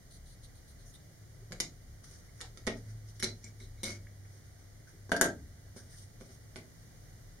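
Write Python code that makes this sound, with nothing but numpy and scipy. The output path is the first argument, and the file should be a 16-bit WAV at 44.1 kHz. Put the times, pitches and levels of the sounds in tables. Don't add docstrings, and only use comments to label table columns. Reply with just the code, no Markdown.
import sys
import numpy as np
from scipy import signal
from scipy.fft import rfft, irfft
from scipy.io import wavfile
from scipy.ndimage import uniform_filter1d

SR = 44100
rng = np.random.default_rng(int(sys.argv[2]) if len(sys.argv) > 2 else 0)


def transcribe(u):
    v = np.clip(np.atleast_2d(u).T, -1, 1)
    q = np.round(v * 32767).astype(np.int16)
    wavfile.write(sys.argv[1], SR, q)


def natural_amplitude(level_db):
    exponent = np.asarray(level_db, float) / 20
    return 10 ** exponent


N = 326340


def unit(x):
    return x / np.sqrt(np.mean(x ** 2))


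def on_log(hz, table):
    table_hz, value = np.transpose(table)
    return np.interp(np.log(hz + 1), np.log(table_hz), value)


def band(x, hz, width_hz):
    return signal.lfilter(*signal.iirpeak(hz, hz / width_hz, SR), x)


def pair(size, likeness):
    hz = np.fft.rfftfreq(size, 1 / SR)
    shared = np.clip(on_log(hz, likeness), 0, 1)
    mid, side = rfft(rng.standard_normal((2, size)))
    sign = np.array([[1], [-1]])
    return hz, (np.sqrt(1 + shared) * mid + np.sqrt(1 - shared) * side * sign) / np.sqrt(2)


def walk(rate):
    k = int(SR / rate)
    steps = np.repeat(rng.standard_normal(N // k + 1), k)
    return unit(uniform_filter1d(uniform_filter1d(steps, k), k)[:N])


def swells(s, hold, db, rise_db_s, fall_db_s):
    power, t = np.zeros(N), np.arange(N) / SR
    for start, held, level_db in np.broadcast(s, hold, db):
        i, j = np.searchsorted(t, (start - 60 / rise_db_s, start + held + 60 / fall_db_s))
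        early = np.maximum(start - t[i:j], 0)
        late = np.maximum(t[i:j] - start - held, 0)
        power[i:j] += natural_amplitude(level_db - rise_db_s * early - fall_db_s * late) ** 2
    return np.sqrt(power)


def hiss():
    # (frequency [Hz], density [dB per Hz])
    colour = [(20, -12), (50, -25), (100, 2.5), (155, -3), (200, -12), (700, -19), (950, -29), (1600, -24),
              (2200, -28.5), (3500, -30.5), (6300, -24.5), (9000, -28.5), (12500, -34), (15800, -36.5)]
    # (frequency [Hz], likeness [0-1])
    likeness = [(60, 0.77), (130, 0.9), (290, 0.32), (640, 0.21), (1410, 0.07), (3100, 0), (6820, 0.22),
                (15000, 0)]
    # (frequency [Hz], width [Hz], extra gain [ratio])
    right_port = (1978, 160, 2.68)
    hz, noise = pair(N, likeness)
    noise = noise * natural_amplitude(on_log(hz, colour)) * (hz < 15830)
    air = unit(irfft(noise, N)) * natural_amplitude(-56.5 + 0.5 * walk(1.66))
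    port_hz, width_hz, extra = right_port
    air[1] += extra * band(air[1], port_hz, width_hz)
    return air


def traffic():
    # (time [s], lower mode level [dB], upper mode level [dB])
    passes = [(.15, -52.5, -72), (.4, -54.5, -63), (.95, -58, -69), (1.59, -54.5, -66), (1.87, -52.5, -54),
              (2.3, -53.5, -56.5), (2.68, -56, -56), (3.24, -51.5, -62), (3.72, -52, -59), (4.1, -65, -58),
              (5.12, -64, -57), (5.43, -62, -52), (7.4, -63, -72)]
    s, lower_db, upper_db = np.transpose(passes)
    fade_db_s = 67
    lower_gain = np.hypot(natural_amplitude(-60), swells(s, 0, lower_db, fade_db_s, fade_db_s))
    upper_gain = np.hypot(natural_amplitude(-63), swells(s, 0, upper_db, fade_db_s, fade_db_s))
    lower = unit(band(band(rng.standard_normal(N), 35.9, 7.6), 36.3, 10.7))
    upper = unit(band(band(rng.standard_normal(N), 70.6, 15.0), 70.6, 15.0))
    return lower_gain * lower * np.array([[1], [0.8]]) + upper_gain * upper


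def engine():
    # (time [s], frequency [Hz], level [dB])
    drone = [(0.0, 108.6, -66.5), (0.8, 110.5, -63), (0.95, 89.5, -79), (1.01, 88.4, -60),
             (1.09, 105.3, -65), (1.55, 112.6, -56), (1.98, 102.6, -62), (2.23, 91.7, -61.5),
             (2.45, 110.8, -59.5), (2.9, 107.8, -49), (4.64, 97.2, -54.5), (4.93, 110.8, -72),
             (5.05, 97.7, -52.5), (6.04, 96.9, -59.5), (6.16, 113.6, -57.5), (7.4, 92.6, -68)]
    s, drone_hz, drone_db = np.transpose(drone)
    t = np.arange(N) / SR
    phase = 2 * np.pi * np.cumsum(np.interp(t, s, drone_hz)) / SR
    gain = natural_amplitude(np.interp(t, s, drone_db) + 1.85 * walk(11.0))
    return gain * np.sqrt(2) * np.sin(phase)


def floor():
    left, right = hiss() + traffic() + engine()
    return np.array([left, np.roll(right, 3)])


def slips(rate=5500.0, grain_db=1.5):
    size = natural_amplitude(grain_db * rng.exponential(size=(2, N)))
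    happens = rng.random((2, N)) < rate / SR
    return unit(happens * rng.choice([-1., 1.], (2, N)) * size)


def window(s, length, edge):
    t = np.arange(N) / SR - s
    return np.clip(np.minimum(t / edge, 1 + (length - t) / (2 * edge)), 0, 1) ** 2


def pencil():
    # (time [s], length [s], lead resonance [Hz], scrape level [dB], sheen level [dB])
    strokes = [
        (0.094, 0.075, 4300, -58.5, -62.5),
        (0.245, 0.094, 4230, -60.5, -65),
        (0.419, 0.033, 4050, -54.5, -60.5),
        (0.537, 0.049, 4130, -62.5, -66.5),
        (0.664, 0.05, 4200, -61.5, -64),
        (0.778, 0.049, 4100, -62.5, -70),
        (0.844, 0.067, 6700, -59, -64.5),
        (0.924, 0.029, 3750, -57, -58),
    ]
    out = np.zeros((2, N))
    size = int(1.2 * SR)
    slip = slips()[:, :size]
    card = unit(band(band(slip, 6100, 740.0), 6100, 1300.0))
    sheen = unit(band(band(slip, 9000, 2300.0), 9000, 3500.0))
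    for s, length, lead_hz, scrape_db, sheen_db in strokes:
        lead = unit(band(band(slip, lead_hz, 910.0), lead_hz, 2000.0))
        stroke = natural_amplitude(scrape_db - 5.5) * (lead + natural_amplitude(-2) * card) + natural_amplitude(sheen_db) * sheen
        out[:, :size] += stroke * window(s, length, 0.018)[:size]
    return out


def squeaks():
    # (time [s], length [s], frequency [Hz], level [dB])
    squeak_rows = [(.95, .012, 3700, -60), (1.38, .06, 380, -65), (1.507, .017, 160, -47),
                   (1.6053, .0022, 6130, -24), (1.6055, .0018, 10400, -44), (2.283, .014, 2100, -63),
                   (2.412, .04, 470, -62), (2.415, .045, 780, -60), (2.42, .03, 950, -64),
                   (3.201, .021, 5600, -49), (3.228, .016, 4080, -35), (3.236, .011, 5850, -38),
                   (3.438, .035, 2230, -57), (3.44, .0041, 5750, -47), (3.442, .0036, 7200, -45),
                   (3.598, .06, 3900, -62), (3.599, .062, 241, -63), (3.602, .005, 2160, -55),
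                   (3.609, .047, 380, -63), (3.772, .045, 2200, -70), (3.778, .05, 3950, -70),
                   (3.833, .012, 6000, -45), (3.836, .008, 3950, -38), (3.858, .06, 2220, -57),
                   (3.86, .05, 3980, -57), (3.872, .057, 4750, -56), (3.925, .045, 2220, -62),
                   (4.068, .0033, 1966, -50), (4.5, .07, 700, -71), (4.87, .018, 1550, -61),
                   (4.926, .026, 400, -61), (5.2115, .00055, 8000, -19), (5.219, .0006, 6400, -34),
                   (5.771, .064, 1600, -65.5), (5.93, .024, 1780, -65)]
    out, size = np.zeros((2, N)), SR // 4
    for s, length, hz, db in squeak_rows:
        i = int(s * SR)
        shape = window(0, length, 0.0009)[:size]
        tone = band(band(rng.standard_normal(size), hz, hz / 12), hz, hz / 8)
        tone = np.roll(tone, -size // 2) * shape
        out[:, i:i + size] += natural_amplitude(db) * tone * np.sqrt(np.sum(shape ** 2) / np.sum(tone ** 2))
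    return out


def blows(events, modes, clatter_db, tick_left_db, left_db, rock_db, pure_db=0, tuned_db=0,
          contact=1.2, top_hz=11200):
    # (low edge [Hz], high edge [Hz], decay [s])
    clatter = [(166, 880, 0.0056), (1190, 3190, 0.002), (2690, 6800, 0.0013), (6100, 10050, 0.00022)]
    out, t, size = np.zeros((2, N + SR)), np.arange(SR // 3) / SR, 2048
    hz, db, t60 = np.transpose(modes)
    group = np.searchsorted([1000, 2800], hz)
    filters = [signal.butter(2, (lo_hz, hi_hz), "band", fs=SR, output="sos") for lo_hz, hi_hz, _ in clatter]
    decays = np.exp(-np.log(1000) * t / t60[:, None])
    for number, (s, crack_db, thud_db, ring_db, tick_db) in enumerate(events):
        pan_db = np.clip(left_db + rock_db * (-1.) ** number, -6, 6)
        part_db = np.array([thud_db, ring_db, crack_db, tick_db - clatter_db])
        burst_db = part_db + clatter_db - np.array([tuned_db, pure_db, 0, 0])
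        loudness, detune, phase, spread = rng.standard_normal((4, len(hz), 1))
        gain = natural_amplitude(db + 1.5 * loudness[:, 0] + part_db[group] - 10.5)
        f = hz[:, None] * (1 + 0.0058 * detune)
        mid, side = rng.standard_normal((2, size))
        i = int((s + 0.0004) * SR)
        for ear, sign in enumerate((1, -1)):
            turn = 2 * np.pi * f * t + 0.5 * phase + sign * spread * np.minimum(f / 2500, 0.8)
            ring = gain @ (np.sin(turn) * decays) * np.minimum(t / 0.00039, 1)
            for k, (lo_hz, hi_hz, decay) in enumerate(clatter):
                width_hz = hi_hz - lo_hz
                burst = 1.096 * (mid + sign * min(lo_hz / 1500, 0.9) * side)
                burst = burst * np.exp(-t[:size] / decay) * np.sqrt(SR / 4 / width_hz)
                burst[ear * k] += contact * SR / 2 / width_hz
                lean_db = sign * tick_left_db / 2 if k == 3 else 0
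                ring[:size] += signal.sosfilt(filters[k], burst) * natural_amplitude(burst_db[k] + lean_db)
            out[ear, i:i + len(t)] += ring * natural_amplitude(sign * pan_db / 2)
    return signal.sosfilt(signal.butter(6, top_hz, fs=SR, output="sos"), out[:, :N])


def pencil_drop():
    # (time [s], crack level [dB], thud level [dB], ring level [dB], tick level [dB])
    drops = [
        (1.5114, -50, -49.5, -66, -62),
        (1.5204, -31.5, -48, -38, -38),
        (1.5268, -43, -44.5, -56, -40),
        (1.6014, -19, -38.5, -29.5, -17.5),
        (1.6042, -22.5, -43, -40, -34),
        (1.6075, -46, -49, -48, -20.5),
    ]
    # (frequency [Hz], level [dB], t60 [s])
    modes = [(161.5, 7.5, 0.047), (219, 5, .05), (390, 3, 0.03), (497, 0, 0.057), (573, -6, 0.026),
             (640, -6, 0.018), (1470, -18, 0.012), (1700, 6, 0.021), (2005, 3, 0.02), (2170, 15.5, 0.0056),
             (3130, -7, 0.015)]
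    return blows(drops, modes, clatter_db=-4.5, tick_left_db=12.5, left_db=-1.5, rock_db=0.5,
                 contact=0.65, top_hz=13900)


def tube_knock():
    # (time [s], crack level [dB], thud level [dB], ring level [dB], tick level [dB])
    knocks = [
        (2.041, -46, -75, -50, -46),
        (2.1118, -55, -57, -52, -47),
        (2.4055, -37.5, -57, -34.5, -48),
        (2.4122, -29, -56, -38, -29),
        (2.4159, -41, -69, -40.5, -56),
        (2.573, -36, -53.5, -40.5, -44),
        (2.6675, -23.5, -37, -30, -27),
        (2.6715, -23, -32, -22.5, -33),
        (2.6762, -46, -27, -21.5, -43),
        (2.681, -40, -42, -41, -47),
    ]
    # (frequency [Hz], level [dB], t60 [s])
    modes = [(225, -14.5, 0.16), (273, -10, 0.033), (308, 2.5, 0.052), (393, 3.5, 0.055), (460, 0, 0.038),
             (484, 2.5, 0.044), (616, 4, 0.025), (730, -2, .03), (995, -10, 0.018), (1336, -1.5, 0.028),
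             (1622, -5.5, 0.026), (1890, 2.5, 0.023), (2030, -8, 0.025), (4450, 4, 0.0026)]
    return blows(knocks, modes, clatter_db=-5.0, tick_left_db=7.0, left_db=-2.0, rock_db=0.5,
                 tuned_db=8, pure_db=1, contact=0.31)


def handling(column):
    # (time [s], hold [s], scrape level [dB], sheen below scrape [dB], tube wall below scrape [dB])
    grips = [
        (2.044, 0.11, -58.5, 6.5, 9),
        (2.394, 0.064, -63, 23, 0),
        (2.772, 0.014, -58.5, 10, 6),
        (3.859, 0.049, -44, 22, 7.5),
        (4.252, 0.0097, -71, 13, -5),
        (4.877, 0.038, -63, 5, 1),
        (5.767, 0.04, -56, 4.5, 7.5),
        (6.21, .03, -64.5, 5, 20),
        (6.261, 0.0042, -60.5, 3, 17),
    ]
    # (time [s], hold [s], scrape level [dB], sheen below scrape [dB], tube wall below scrape [dB])
    slides = [(2.2, .066, -67.5, 8, 3.3), (2.36, .022, -63, 3, 9), (2.47, .025, -78, 18, .3),
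              (2.914, .01, -65, 8.1, 5.6), (3.088, .0075, -65, 10, 15), (3.18, .01, -62, 10.6, 17),
              (3.37, 0.064, -64.5, 16, 12), (3.45, .0086, -54, 17, 8.3), (3.635, .0083, -59, 3, 6.4),
              (3.82, .01, -64, 15, 6.7), (4.02, .05, -82, 12, 4), (4.345, .029, -60, 4, 4.8),
              (4.45, .22, -70.5, 5.1, 3), (5.93, .013, -53.5, 1.6, 7.6), (5.99, 0.031, -56, 1.2, 21),
              (6.1, .089, -79, 6, 9), (6.32, .034, -65.5, 4.6, 14)]
    total = 0
    for rows, rise_db_s, fall_db_s in ((grips, 1500, 321), (slides, 308, 330)):
        columns = np.transpose(rows)
        below_db = columns[column] if column else 0
        total = total + swells(columns[0], columns[1], columns[2] - below_db, rise_db_s, fall_db_s)
    return total


def rubbing():
    # (frequency [Hz], width [Hz], level [dB])
    scrape_modes = [(3576, 1800, -2), (4700, 2000, 0), (5770, 1800, 8)]
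    slip = slips() * natural_amplitude(3.0 * walk(40))
    scrape = unit(sum(natural_amplitude(db) * band(band(slip, hz, w), hz, 2 * w) for hz, w, db in scrape_modes))
    sheen = unit(band(band(band(slip, 8200, 2200.0), 8200, 4000.0), 8200, 5000.0))
    wall = unit(band(band(slip, 1630, 450.0) + band(slip, 2080, 490.0), 1630, 1500.0))
    return handling(column=0) * scrape + handling(column=3) * sheen + handling(column=4) * wall


def tube_down():
    # (time [s], crack level [dB], thud level [dB], ring level [dB], tick level [dB])
    landings = [
        (3.1958, -40, -64, -48, -47),
        (3.1995, -32, -50.5, -40, -40),
        (3.2255, -24, -38.5, -26, -38),
        (3.2305, -22, -35.5, -30.5, -30),
        (3.2385, -29, -36, -35, -33),
        (3.2435, -23.5, -44, -48, -38),
        (3.2505, -41, -47, -44, -41),
        (3.263, -38, -48, -42, -55),
        (3.4436, -45, -52.5, -57, -44),
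    ]
    # (frequency [Hz], level [dB], t60 [s])
    modes = [(212, 1, .08), (230, -3, 0.075), (308, -6, 0.041), (367, 6.5, 0.042), (440, -2.5, 0.076),
             (640, -2, .04), (860, -11, .03), (1374, 0.5, 0.025), (1630, -7, 0.016), (1860, -0.5, 0.022),
             (2070, 1.5, 0.033), (2200, 5, 0.017), (4050, -6, 0.017), (5660, 11, 0.0043)]
    return blows(landings, modes, clatter_db=-5.5, tick_left_db=28.0, left_db=-2.3, rock_db=1.0,
                 contact=0.47, top_hz=12500)


def taps():
    # (time [s], crack level [dB], thud level [dB], ring level [dB], tick level [dB])
    touches = [(3.601, -50, -61, -49, -56), (5.7628, -57, -77, -64, -64), (5.7628, -61.5, -49, -59, -63),
               (6.2035, -48, -58, -58, -64), (6.2095, -58, -45.5, -49, -64), (6.291, -51, -57, -51.5, -70),
               (6.304, -58, -59, -65, -70), (3.601, -50, -56, -58, -54), (6.5587, -34, -41.5, -35.5, -45),
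               (6.5649, -40.5, -45, -45, -43.5), (6.574, -44, -48.5, -57, -50),
               (6.586, -48, -58, -44.5, -58)]
    # (frequency [Hz], level [dB], t60 [s])
    modes = [(195, 3, 0.019), (238, 2.8, 0.06), (398.8, 3.8, 0.075), (546, 1.3, 0.014), (1500, 3.4, 0.021),
             (2040, 3, 0.022)]
    return blows(touches, modes, clatter_db=-5.0, tick_left_db=11.0, left_db=-3.5, rock_db=-3.5, contact=0.07)


def tube_rattle():
    # (time [s], crack level [dB], thud level [dB], ring level [dB], tick level [dB])
    rattles = [(3.8322, -28.5, -39, -37, -25.5), (3.8372, -32, -40, -38, -31), (3.8415, -41, -48, -55, -35),
               (3.847, -41, -44, -52, -41), (3.8525, -30, -60, -47, -45), (3.8573, -31.5, -47, -40, -45),
               (3.862, -36, -49, -42, -40), (3.8695, -37, -44, -38, -46), (3.873, -45, -44.5, -47, -36),
               (3.8805, -42, -46.5, -40, -37), (3.892, -35, -42.5, -41, -40), (3.903, -40, -59, -41.5, -44),
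               (3.915, -44, -49, -54, -48), (3.933, -52, -61, -55, -53), (3.955, -58, -62, -56, -61)]
    # (frequency [Hz], level [dB], t60 [s])
    modes = [(219, 3, 0.065), (247, 0, 0.037), (363, 4, 0.047), (437, -4, 0.057), (1470, -2, 0.021),
             (2193, -5, 0.13), (2210, 7.5, .02), (3840, -12, .015), (3830, -11, 0.011), (5000, 0, 0.0099),
             (5700, 4, 0.012), (8720, 1, 0.014)]
    return blows(rattles, modes, clatter_db=-4.5, tick_left_db=11, left_db=-1.0, rock_db=-1.5,
                 pure_db=-0.5, contact=0.71, top_hz=14000)


def bottle():
    # (time [s], crack level [dB], thud level [dB], ring level [dB], tick level [dB])
    strikes = [
        (5.0938, -49, -48.5, -51.5, -70),
        (5.1176, -28, -30.5, -20.5, -35),
        (5.1221, -44, -25, -38, -56),
        (5.1333, -46, -49, -58, -51),
        (5.1646, -28.5, -59, -32, -38),
        (5.2119, -20.5, -29.5, -18.5, -16.5),
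        (5.2164, -27, -31.5, -40, -30),
        (5.2245, -32, -31, -25, -36),
        (5.2425, -28, -34, -32, -28.5),
        (5.2585, -34, -34.5, -31.5, -41),
    ]
    # (frequency [Hz], level [dB], t60 [s])
    modes = [(203.1, -4.5, 0.2), (291.3, -0.5, 0.13), (426, 4, 0.053), (470, 3.5, 0.073), (596, -1.5, .06),
             (684, 8, 0.047), (790, 2.5, 0.045), (867, -9, .04), (1377, 0.5, 0.032), (1480, -1, .04),
             (1570, 10.5, 0.049), (1601.5, -0.5, 0.14), (1663, 6, 0.036), (1910, -2, 0.035)]
    return blows(strikes, modes, clatter_db=-0.5, tick_left_db=23.5, left_db=-1.0, rock_db=-0.5,
                 pure_db=3.0, tuned_db=-1.5, contact=1.06, top_hz=13900)


def room(x):
    # (frequency [Hz], likeness [0-1])
    likeness = [(150, 1), (700, 0.84), (1400, 0.33), (3000, 0)]
    # (frequency [Hz], level [dB])
    colour = [(150, -8.5), (400, 5), (800, -2), (1100, -1), (2000, 5.5), (6000, 4.5), (10000, 4),
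              (15000, 3)]
    # (frequency [Hz], t60 [s])
    tail_t60 = [(150, 0.81), (400, 0.27), (1000, 0.2), (2500, 0.17), (6000, 0.18), (10000, 0.12),
                (15000, 0.074)]
    # (frequency [Hz], level [dB], t60 [s])
    bench_modes = [(200, -4, 0.42), (226, -2, .6), (255.6, -5, .4), (303, -0.5, 0.6), (325, -12, 0.23),
                   (370.4, -1.5, .3), (424, 2, 0.24), (462, 1.5, 0.41), (478, -1, 0.35), (538, -5, 0.23),
                   (577, -3, 0.22), (630, 0, 0.24), (687, 5.5, 0.19), (772, -5, 0.15)]
    # (delay [s], left level [dB], right level [dB])
    echoes = [(.0043, -8, -7), (.0058, -10, -8), (.0091, -13, -14)]

    def energy(v):
        return np.sqrt(np.sum(v ** 2, axis=-1).mean())

    size = SR // 2
    t = np.arange(size) / SR
    hz, noise = pair(size, likeness)
    tail = 0
    for centre in 100 * 2 ** np.arange(0, 7.6, 0.5):
        share = np.clip(1 - 2 * abs(np.log2((hz + 1) / centre)), 0, 1)
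        decay = np.exp(-np.log(1000) * t / on_log(centre, tail_t60))
        tail = tail + irfft(noise * share, size) * natural_amplitude(on_log(centre, colour)) * decay
    rise = np.clip((t - 0.002) / 0.0018, 0, 1)
    even_hz = 40.75
    for _ in range(3):
        spec = rfft(tail * rise)
        fine = uniform_filter1d(abs(spec) ** 2, int(even_hz * size / SR))
        broad = uniform_filter1d(abs(spec) ** 2, int(8 * even_hz * size / SR))
        tail = irfft(spec * np.sqrt(broad / (fine + 1e-9)), size) * np.clip(4 - 4 * t / t[-1], 0, 1)
    tail = tail * rise
    ring_hz, db, t60 = np.transpose(bench_modes)[:, :, None]
    bench = np.sum(natural_amplitude(db) * np.sin(2 * np.pi * ring_hz * t) * np.exp(-np.log(1000) * t / t60), axis=0)
    tail = natural_amplitude(-1) * tail / energy(tail) + natural_amplitude(-20.5) * bench / energy(bench)
    early = np.zeros((2, size))
    for s, *echo_db in echoes:
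        early[:, int(s * SR)] = natural_amplitude(echo_db)
    early = signal.sosfilt(signal.butter(2, 2630, "high", fs=SR, output="sos"), early)
    early[:, 0] += 1
    wet = signal.fftconvolve(x.mean(axis=0, keepdims=True), tail, axes=1)
    return (signal.fftconvolve(x, early, axes=1) + wet)[:, :N]


def scene():
    hits = pencil_drop() + tube_knock() + tube_down() + taps() + tube_rattle() + bottle()
    sung = squeaks()
    rubs = 0.4 * sung + pencil() + rubbing()
    return room(hits + 0.37 * sung) + rubs + floor()


def top_cut(x):
    return signal.sosfilt(signal.butter(12, 16760, fs=SR, output="sos"), x)


def record(dry):
    # (frequency [Hz], width [Hz])
    notches = [(2600, 290), (7700, 540)]
    for hz, width_hz in notches + notches:
        dry = signal.lfilter(*signal.iirnotch(hz, hz / width_hz, SR), dry)
    return top_cut(dry)


dry = scene()
out = record(dry)
transcribe(out)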